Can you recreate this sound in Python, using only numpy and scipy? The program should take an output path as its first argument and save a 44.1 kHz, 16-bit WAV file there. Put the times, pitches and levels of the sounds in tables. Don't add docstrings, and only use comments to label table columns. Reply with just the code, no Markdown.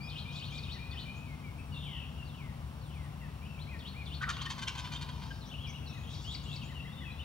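import sys
import numpy as np
from scipy import signal
from scipy.fft import rfft, irfft
from scipy.io import wavfile
from scipy.ndimage import map_coordinates

SR = 44100
rng = np.random.default_rng(int(sys.argv[2]) if len(sys.argv) > 2 else 0)


def materialize(psi):
    bounded = np.clip(np.atleast_2d(psi).T, -1, 1)
    quanta = np.round(bounded * 32767).astype(np.int16)
    wavfile.write(sys.argv[1], SR, quanta)


N = 319284

GOBBLE_S = 4.2


def rattle():
    # middle t/s, length t/s, level/dB of throat and beak before the fades
    rasps = [(4.225, 0.023, -46), (4.303, 0.037, -40), (4.371, 0.0074, -46.5), (4.422, 0.017, -43.5),
             (4.463, 0.018, -44), (4.513, 0.044, -43), (4.589, 0.025, -44.5), (4.63, 0.033, -41.5),
             (4.686, 0.029, -39), (4.757, 0.016, -45.5), (4.791, 0.042, -43.5), (4.861, 0.045, -48),
             (4.945, 0.072, -46.5), (5.024, 0.034, -45.5), (5.095, 0.019, -48.5), (5.23, 0.032, -52.5),
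             (5.264, 0.022, -58)]
    # f/Hz, width f/Hz, relative level/dB
    throat_modes = [(2150, 230, 4.5), (2440, 260, 7), (3100, 360, 9.5), (3580, 420, 7.5), (4300, 370, 5),
                    (4580, 320, 1)]
    # f/Hz, width f/Hz, relative level/dB
    beak_modes = [(5300, 260, -2.5), (5920, 240, 2), (6450, 340, 0), (7150, 740, -5), (8150, 1740, -16.5)]
    # t/s, f/Hz
    gullet_path = [(4.53, 1830), (4.62, 1555)]
    gullet_width_hz, gullet_db = 230, 6.5
    t = np.arange(N) / SR

    drop_hz, drop_s, sag_hz_per_s = 271.4, .11, 125
    age = np.maximum(t - GOBBLE_S, 0)
    neck_hz = 1074.7 + drop_hz * np.exp(-age / drop_s) - sag_hz_per_s * age

    def pulses(jitter):
        turns = np.cumsum(neck_hz / 2 * (1 + jitter * wander(N, 150))) / SR
        clicks = np.diff(np.floor(turns), prepend=0)
        return unit(clicks * amp(4 * wander(N, 300)))

    steady, ragged = pulses(jitter=.03), pulses(jitter=.35)
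    low_cut = signal.butter(4, 650, "high", fs=SR, output="sos")
    drive = signal.sosfilt(low_cut, steady + 0.8 * ragged)

    neck_width_hz = 190
    shaky_neck_hz = neck_hz * (1 + 0.066 * wander(N, 90))
    neck = resonate(drive, shaky_neck_hz, neck_width_hz)
    neck = resonate(neck, shaky_neck_hz, 2 * neck_width_hz)
    shake = 1 + 0.023 * wander(N, 22)
    throat, beak = (sum(amp(db) * band(drive, hz * shake, width) for hz, width, db in modes)
                    for modes in (throat_modes, beak_modes))
    gullet_hz = curves(gullet_path, t)[0] * shake
    throat = throat + amp(gullet_db) * band(drive, gullet_hz, gullet_width_hz)

    gurgle_db, gurgle_throat_db, gurgle_swing_db = -57, -4, 3.0
    end_s, release_s = 5.38, 0.16
    gurgle = unit(neck) + amp(gurgle_throat_db) * unit(throat)
    out = gurgle * amp(gurgle_db + gurgle_swing_db * wander(N, 50))
    out *= (t > GOBBLE_S) * np.clip((end_s - t) / release_s, 0, 1)

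    flutter = amp(3 * wander(N, 200))
    for s, length, db in rasps:
        neck_db = -44 - 12 * (s - GOBBLE_S)
        open_db = 2.5 + 0.7 * (db + 39)
        span = slice(round((s - length / 2) * SR), round((s + length / 2) * SR))
        voice = (throat[span] + amp(open_db) * beak[span]) * flutter[span]
        burst = amp(db) * unit(voice) + amp(neck_db) * unit(neck[span])
        add(out, s - length / 2, burst * signal.windows.tukey(len(burst), 0.58))
    return out


def yelps():
    # middle t/s, length t/s, level/dB before the fades, central f/Hz
    yelp_rows = [(4.216, 0.019, -40.5, 1416), (4.236, 0.029, -36.5, 1500), (4.238, 0.018, -35, 1810),
                 (4.283, .03, -37.5, 1356), (4.302, 0.03, -39, 1419), (4.413, 0.01, -43, 3150),
                 (4.457, 0.0099, -40, 3100), (4.471, 0.021, -43, 1853), (4.677, 0.02, -39.5, 3150),
                 (4.951, 0.036, -44.5, 3160), (4.966, 0.015, -43, 3630), (5.102, 0.01, -47, 3160),
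                 (5.311, 0.014, -49.5, 3120), (5.314, 0.025, -47.5, 1590)]
    rough_first, rough_later, first_outburst_s = 0.62, 0.2, .15
    rise = 0.17
    flutter_db, overtone_db = 7, -21
    out = np.zeros(N)
    for s, length, db, pitch_hz in yelp_rows:
        size = round(length * SR)
        rough = rough_first if s < GOBBLE_S + first_outburst_s else rough_later
        hz = pitch_hz * (1 + rise * rough * np.linspace(-.5, .5, size))
        hz = hz * (1 + .2 * rough * np.tanh(wander(size, 600)))
        phase = 2 * np.pi * np.cumsum(hz) / SR
        overtones = np.sin(2 * phase) + .5 * np.sin(3 * phase) * (pitch_hz < 2000)
        tone = np.sin(phase) + amp(overtone_db) * overtones
        tone = unit(tone * amp(flutter_db * rough * wander(size, 342)))
        add(out, s - length / 2, amp(db) * tone * signal.windows.tukey(size, .7))
    return out


def syllables(names, shake, hiss_db, hiss_width=2200):
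    shapes = { "dip": [(0, 5400, -8), (.012, 3650, -1), (.032, 3100, -8), (.056, 2600, -7), (.073, 3100, 1),
              (.097, 4080, 0), (.113, 4270, -6), (.14, 4200, -20)], "arch": [(0, 2650, -9), (.04, 3250, -3),
              (.06, 3400, -3), (.088, 3920, 1), (.1, 3700, 0), (.111, 2300, -8), (.128, 1850, -20)],
              "slide": [(0, 4900, -5), (.05, 3650, -2), (.175, 2200, 1), (.28, 1800, -4)],
              "pip": [(0, 1880, -10), (.018, 2070, 0), (.045, 1720, -6)]}
    # t/s, name, relative level/dB
    song = [(.094, "dip", -45), (.29, "arch", -50.5), (.355, "dip", -46.5), (.475, "arch", -49),
            (.626, "dip", -47), (0.736, "pip", -56), (0.906, "dip", -48), (0.916, "pip", -59),
            (1.715, "slide", -62.5), (2.246, "slide", -62.5), (2.802, "slide", -64.5), (3.787, "dip", -49),
            (4.052, "dip", -48), (4.324, "dip", -48.5), (5.945, "pip", -59), (6.039, "arch", -52),
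            (6.238, "arch", -45), (6.452, "arch", -48), (6.689, "pip", -58), (6.843, "pip", -55),
            (7.004, "pip", -52.5)]
    # t/s from the start, octave level/dB
    arch_octave = [(.05, -18), (.1, -16.5), (.111, 9.5)]
    out = np.zeros(N)
    for s, name, db in song:
        if name in names:
            shape = shapes[name]
            t = np.arange(0, shape[-1][0], 1 / SR)
            hz, shape_db = curves(shape, t)
            octave_db = curves(arch_octave, t)[0] if name == "arch" else -np.inf
            tone = chirp(hz, db + shape_db, octave_db, shake)
            hiss = unit(band(rng.standard_normal(len(hz)), hz, hiss_width))
            add(out, s, tone + amp(db + shape_db + hiss_db) * hiss)
    return out


def upsweeps():
    sweeps = [(.705, -60.5, 4300), (.912, -63, 4050), (1.148, -64.5, 5300), (5.448, -57.5, 4450),
              (5.665, -57.5, 4400), (5.866, -58.5, 4370), (6.205, -65, 5750), (6.425, -63.5, 5850),
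              (6.62, -63, 5350)]
    length_s, ratio, shake = 0.054, 1.39, 0.113
    out = np.zeros(N)
    for s, db, first_hz in sweeps:
        hz = glide(length_s, first_hz, first_hz * ratio)
        note = chirp(hz, db, shake=shake * np.linspace(1, 0, len(hz)))
        add(out, s, note * signal.windows.tukey(len(hz), .5))
    return out


def wheezes():
    breaths = [(0.311, 0.078, -60), (0.502, 0.1, -62), (5.08, 0.37, -63.5), (6.073, 0.24, -57.5)]
    first_hz, last_hz, width_hz = 5340, 4800, 3200
    out = np.zeros(N)
    for s, length, db in breaths:
        hz = glide(length, first_hz, last_hz)
        hiss = band(rng.standard_normal(len(hz)), hz, width_hz)
        hiss = band(hiss, hz, width_hz)
        add(out, s, amp(db) * unit(hiss) * signal.windows.tukey(len(hz), .5))
    return out


def whistles():
    # start t/s, length t/s, level/dB, first f/Hz, last f/Hz
    slurs = [(0, 0.078, -58.5, 4200, 5220), (0.954, 0.12, -56, 3130, 2980), (1.264, .1, -60.5, 2360, 2080),
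             (1.432, 0.079, -58.5, 2440, 2170), (1.713, .071, -56, 3010, 2710),
             (2.164, 0.087, -55.5, 3000, 2690), (3.185, 0.096, -64, 2850, 2610),
             (3.209, 0.071, -62.5, 2200, 1696), (3.585, 0.053, -55, 2760, 4430),
             (3.709, 0.072, -60, 2250, 1755), (4.798, 0.052, -59, 4770, 5430),
             (5.4, 0.075, -58.5, 4750, 3240), (5.646, 0.083, -59, 2700, 2100),
             (5.833, 0.2, -59.5, 2795, 2465), (5.859, 0.03, -55, 4780, 3730),
             (5.914, 0.15, -73.5, 6400, 6700), (6.462, 0.1, -56, 2950, 2605),
             (6.614, 0.028, -51.5, 3200, 2430), (6.745, 0.075, -53, 2950, 2700),
             (6.974, 0.086, -55, 3800, 3240), (7.042, 0.076, -51.5, 2740, 2440)]
    # start t/s, length t/s, level/dB, top f/Hz
    lilts = [(1.578, 0.037, -55.5, 2620), (3.4, 0.21, -59, 2706), (3.663, 0.1, -56, 2513),
             (3.936, 0.11, -57, 2470), (5.575, .095, -49.5, 3350), (5.731, 0.047, -52, 2947),
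             (7.186, 0.042, -52, 3040)]
    out = np.zeros(N)
    for s, length, db, first_hz, last_hz in slurs:
        add(out, s, whistle(glide(length, first_hz, last_hz), db))
    for s, length, db, top_hz in lilts:
        add(out, s, whistle(bow(length, top_hz, bend=0.22), db))
    return out


def flicks():
    flick_rows = [(2.925, -62, 2940), (3.447, -58, 2530), (5.488, -54, 2930), (5.51, -50.5, 2624),
                  (5.537, -48.5, 2496)]
    length_s, ratio = 0.0242, 1.22
    out = np.zeros(N)
    for s, db, first_hz in flick_rows:
        add(out, s, whistle(glide(length_s, first_hz, first_hz * ratio), db))
    return out


def piping(count=5):
    first_s, gap_s, note_s = -.02, .268, 0.196
    first_hz, last_hz, start_db, fade_db = 2365, 2538, -54.5, -4
    out = np.zeros(N)
    for k in range(count):
        hz = glide(note_s, first_hz, last_hz)
        db = start_db + np.linspace(0, fade_db, len(hz))
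        add(out, first_s + k * gap_s, chirp(hz, db, shake=0.013))
    return out


def trill():
    # t/s, f/Hz, level/dB before the throb
    path = [(1.735, 3674, -52), (1.87, 3238, -49.5), (1.959, 2932, -49.5), (2.038, 2700, -53),
            (2.08, 2650, -73)]
    rate_hz, depth, throb = 58, 0.098, 0.24
    t = np.arange(path[0][0], path[-1][0], 1 / SR)
    hz, db = curves(path, t)
    cycle = (t - t[0]) * rate_hz % 1
    sweep = chirp(hz * (1 + depth * (1 - 2 * cycle)), db)
    out = np.zeros(N)
    add(out, t[0], sweep * np.sin(np.pi * cycle) ** throb)
    return out


def ticks():
    # first t/s, last t/s, level/dB
    runs = [(1.578, 1.9, -72), (2.66, 2.7, -76), (2.862, 3.08, -70.5), (4.075, 4.2, -74)]
    gap_s, length_s, first_hz, last_hz = .083, 0.024, 9500, 8470
    out = np.zeros(N)
    for first, last, db in runs:
        for s in np.arange(first, last, gap_s):
            add(out, s, chirp(glide(length_s, first_hz, last_hz), db, shake=0.045))
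    return out


def far_birds(count=300):
    # t/s, level/dB of the loudest chirps
    chorus = [(.6, -58.5), (1.4, -82), (4.8, -75), (6.3, -59), (7.1, -60)]
    u = np.linspace(-1, 1, round(.06 * SR))
    out = np.zeros(N)
    for k, (when, pitch, bend, quiet) in enumerate(rng.random((count, 4))):
        s = (k + when) / count * N / SR
        hz = 2650 * 1.5 ** pitch * (1 + .13 * (2 * bend - 1) * u)
        db = curves(chorus, s)[0] - 10 * quiet
        add(out, s, chirp(hz, db) * np.hanning(len(u)))
    return out


def background():
    # f/Hz, relative level/dB per Hz
    air = [(180, -26), (300, -2), (500, -1.5), (1050, 0), (1950, -12.5), (2800, -8), (4200, -15.5),
           (7000, -22.5), (10300, -21.5), (15700, -26.5)]
    # f/Hz, relative level/dB per Hz
    rumble = [(20, -32), (48, -10), (60, 0.5), (73, 3), (88, 0.5), (165, -4), (240, -11.5), (300, -22.5),
              (900, -109)]
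    # f/Hz, level/dB about which each wavers
    engine = [(58, -58), (72.4, -53.5), (144.9, -50.5), (252, -65)]
    # f/Hz, 0 to 1
    likeness = [(60, 0.99), (300, 1), (1000, 0.82), (3000, 0.23), (8000, 0.075)]
    # f/Hz, left minus right level/dB
    lean = [(60, 5), (1400, 3.8), (3100, 0), (7000, -0.5)]
    air_db, rumble_db, waver_db, drift = -55, -45, 2.0, 0.00604
    hz = np.fft.rfftfreq(N, 1 / SR)
    a, b = rfft(rng.standard_normal((2, N)))
    same = np.clip(read(likeness, hz), 0, 1)
    pair = np.array([a, same * a + np.sqrt(1 - same ** 2) * b])
    noise = amp(air_db) * unit(irfft(pair * amp(read(air, hz)), N))
    noise += amp(rumble_db) * unit(irfft(pair * amp(read(rumble, hz)), N))
    hum = np.zeros(N)
    for f, db in engine:
        level = amp(db + waver_db * wander(N, 2.2))
        phase = 2 * np.pi * np.cumsum(f * (1 + drift * wander(N, 3))) / SR
        hum += np.sqrt(2) * level * np.sin(phase)
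    return ports(noise + hum, read(lean, hz), 1.0)


def whine():
    # f/Hz, level/dB
    tones = [(4495, -82), (5394, -79), (5694, -82), (9340, -88), (15732, -83)]
    t = np.arange(N) / SR
    return sum(np.sqrt(2) * amp(db) * np.sin(2 * np.pi * (hz * t + rng.random())) for hz, db in tones)


def place(x, lean_db, side, echo_db, scatter_db):
    # f/Hz, time to fall by 60 dB t/s
    echo_decay = [(500, 0.27), (1200, 1), (6000, .8), (12000, 0.13)]
    hz, t, z = signal.stft(rng.standard_normal((2, SR)), SR, nperseg=256)
    tail_gain = amp(-60 * t / read(echo_decay, hz)[:, None]) * (t > .008)
    tail = signal.istft(z * tail_gain, SR, nperseg=256)[1]
    near = signal.istft(z[::-1] * amp(-60 * t / 0.087), SR, nperseg=256)[1]
    paths = amp(echo_db) * tail / np.linalg.norm(tail[0])
    paths += amp(scatter_db) * near / np.linalg.norm(near[0])
    paths[1] = .6 * paths[0] + .8 * paths[1]
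    pair = x + signal.fftconvolve(x[None], paths, axes=1)[:, :N]
    return ports(pair, lean_db, side)


def ports(pair, lean_db, side):
    # f/Hz, phase/radians
    lead = [(60, .05), (250, 0.81), (550, 1.46), (3000, 1.105)]
    lag = side * read(lead, np.fft.rfftfreq(N, 1 / SR))
    left, right = rfft(pair)
    left = left * amp(lean_db / 2)
    right = right * np.exp(-1j * lag) * amp(-lean_db / 2)
    return irfft(np.array([left, right]), N)


def chirp(hz, db, overtone_db=-38, shake=0.0065, flutter_db=2):
    size = len(hz)
    phase = 2 * np.pi * np.cumsum(hz * (1 + shake * wander(size, 261.7))) / SR
    tone = np.sin(phase) + amp(overtone_db) * np.sin(2 * phase)
    level = amp(db + flutter_db * wander(size, 45.0))
    return np.sqrt(2) * tone * level * signal.windows.tukey(size, .1)


def whistle(hz, db):
    return chirp(hz, db, shake=.012) * signal.windows.tukey(len(hz), .4)


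def glide(length, first_hz, last_hz):
    left = np.exp(-1.566 * np.linspace(0, 1, round(length * SR)))
    return last_hz + (first_hz - last_hz) * (left - left[-1]) / (1 - left[-1])


def bow(length, top_hz, bend):
    return top_hz * (1 - bend * np.linspace(-1, 1, round(length * SR)) ** 2)


def band(x, hz, width):
    return resonate(resonate(x, hz, width), hz, width)


def resonate(x, hz, width):
    turn = np.exp(2j * np.pi * np.cumsum(hz * np.ones(len(x))) / SR)
    r = np.exp(-np.pi * width / SR)
    return 2 * (turn * signal.lfilter([1 - r], [1, -r], x / turn + 1e-18)).real


def wander(size, hz):
    at = np.arange(size) * 2 * hz / SR
    return map_coordinates(rng.standard_normal(int(at[-1]) + 4), [at + 1], order=3, mode="nearest")


def amp(db):
    return 10 ** (np.asarray(db) / 20)


def unit(x):
    return x / np.sqrt(np.mean(x ** 2) + 1e-20)


def read(points, hz):
    f, value = np.transpose(points)
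    return np.interp(np.log(hz + 1), np.log(f + 1), value)


def curves(rows, t):
    s, *columns = np.transpose(rows)
    return [np.interp(t, s, c) for c in columns]


def add(mix, s, sound):
    part = mix[max(round(s * SR), 0):][:len(sound)]
    part += sound[:len(part)]


def scene():
    turkey = place(rattle() + yelps(), lean_db=2.0, side=0.73, echo_db=-12.5, scatter_db=-5.5)

    buzzy = syllables(["dip"], shake=0.0426, hiss_db=-12.5)
    buzzy += syllables(["arch"], shake=0.0201, hiss_db=-10.5)
    buzzy += upsweeps() + wheezes()
    birds = place(amp(-4.0) * buzzy + far_birds(), lean_db=5.0, side=1.0, echo_db=-5.5, scatter_db=-2.0)

    pure = syllables(["slide", "pip"], shake=0.0075, hiss_db=-40)
    pure += whistles() + flicks() + piping() + trill() + ticks()
    birds += place(pure, lean_db=5.5, side=0.91, echo_db=-6.0, scatter_db=-4.0)
    return turkey + birds + background() + whine()


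def record(dry):
    edge_hz = 15830
    low_pass = signal.firwin(1023, edge_hz, window=("kaiser", 9), fs=SR)
    return signal.oaconvolve(dry, low_pass[None], "same")


dry = scene()
out = record(dry)
materialize(out)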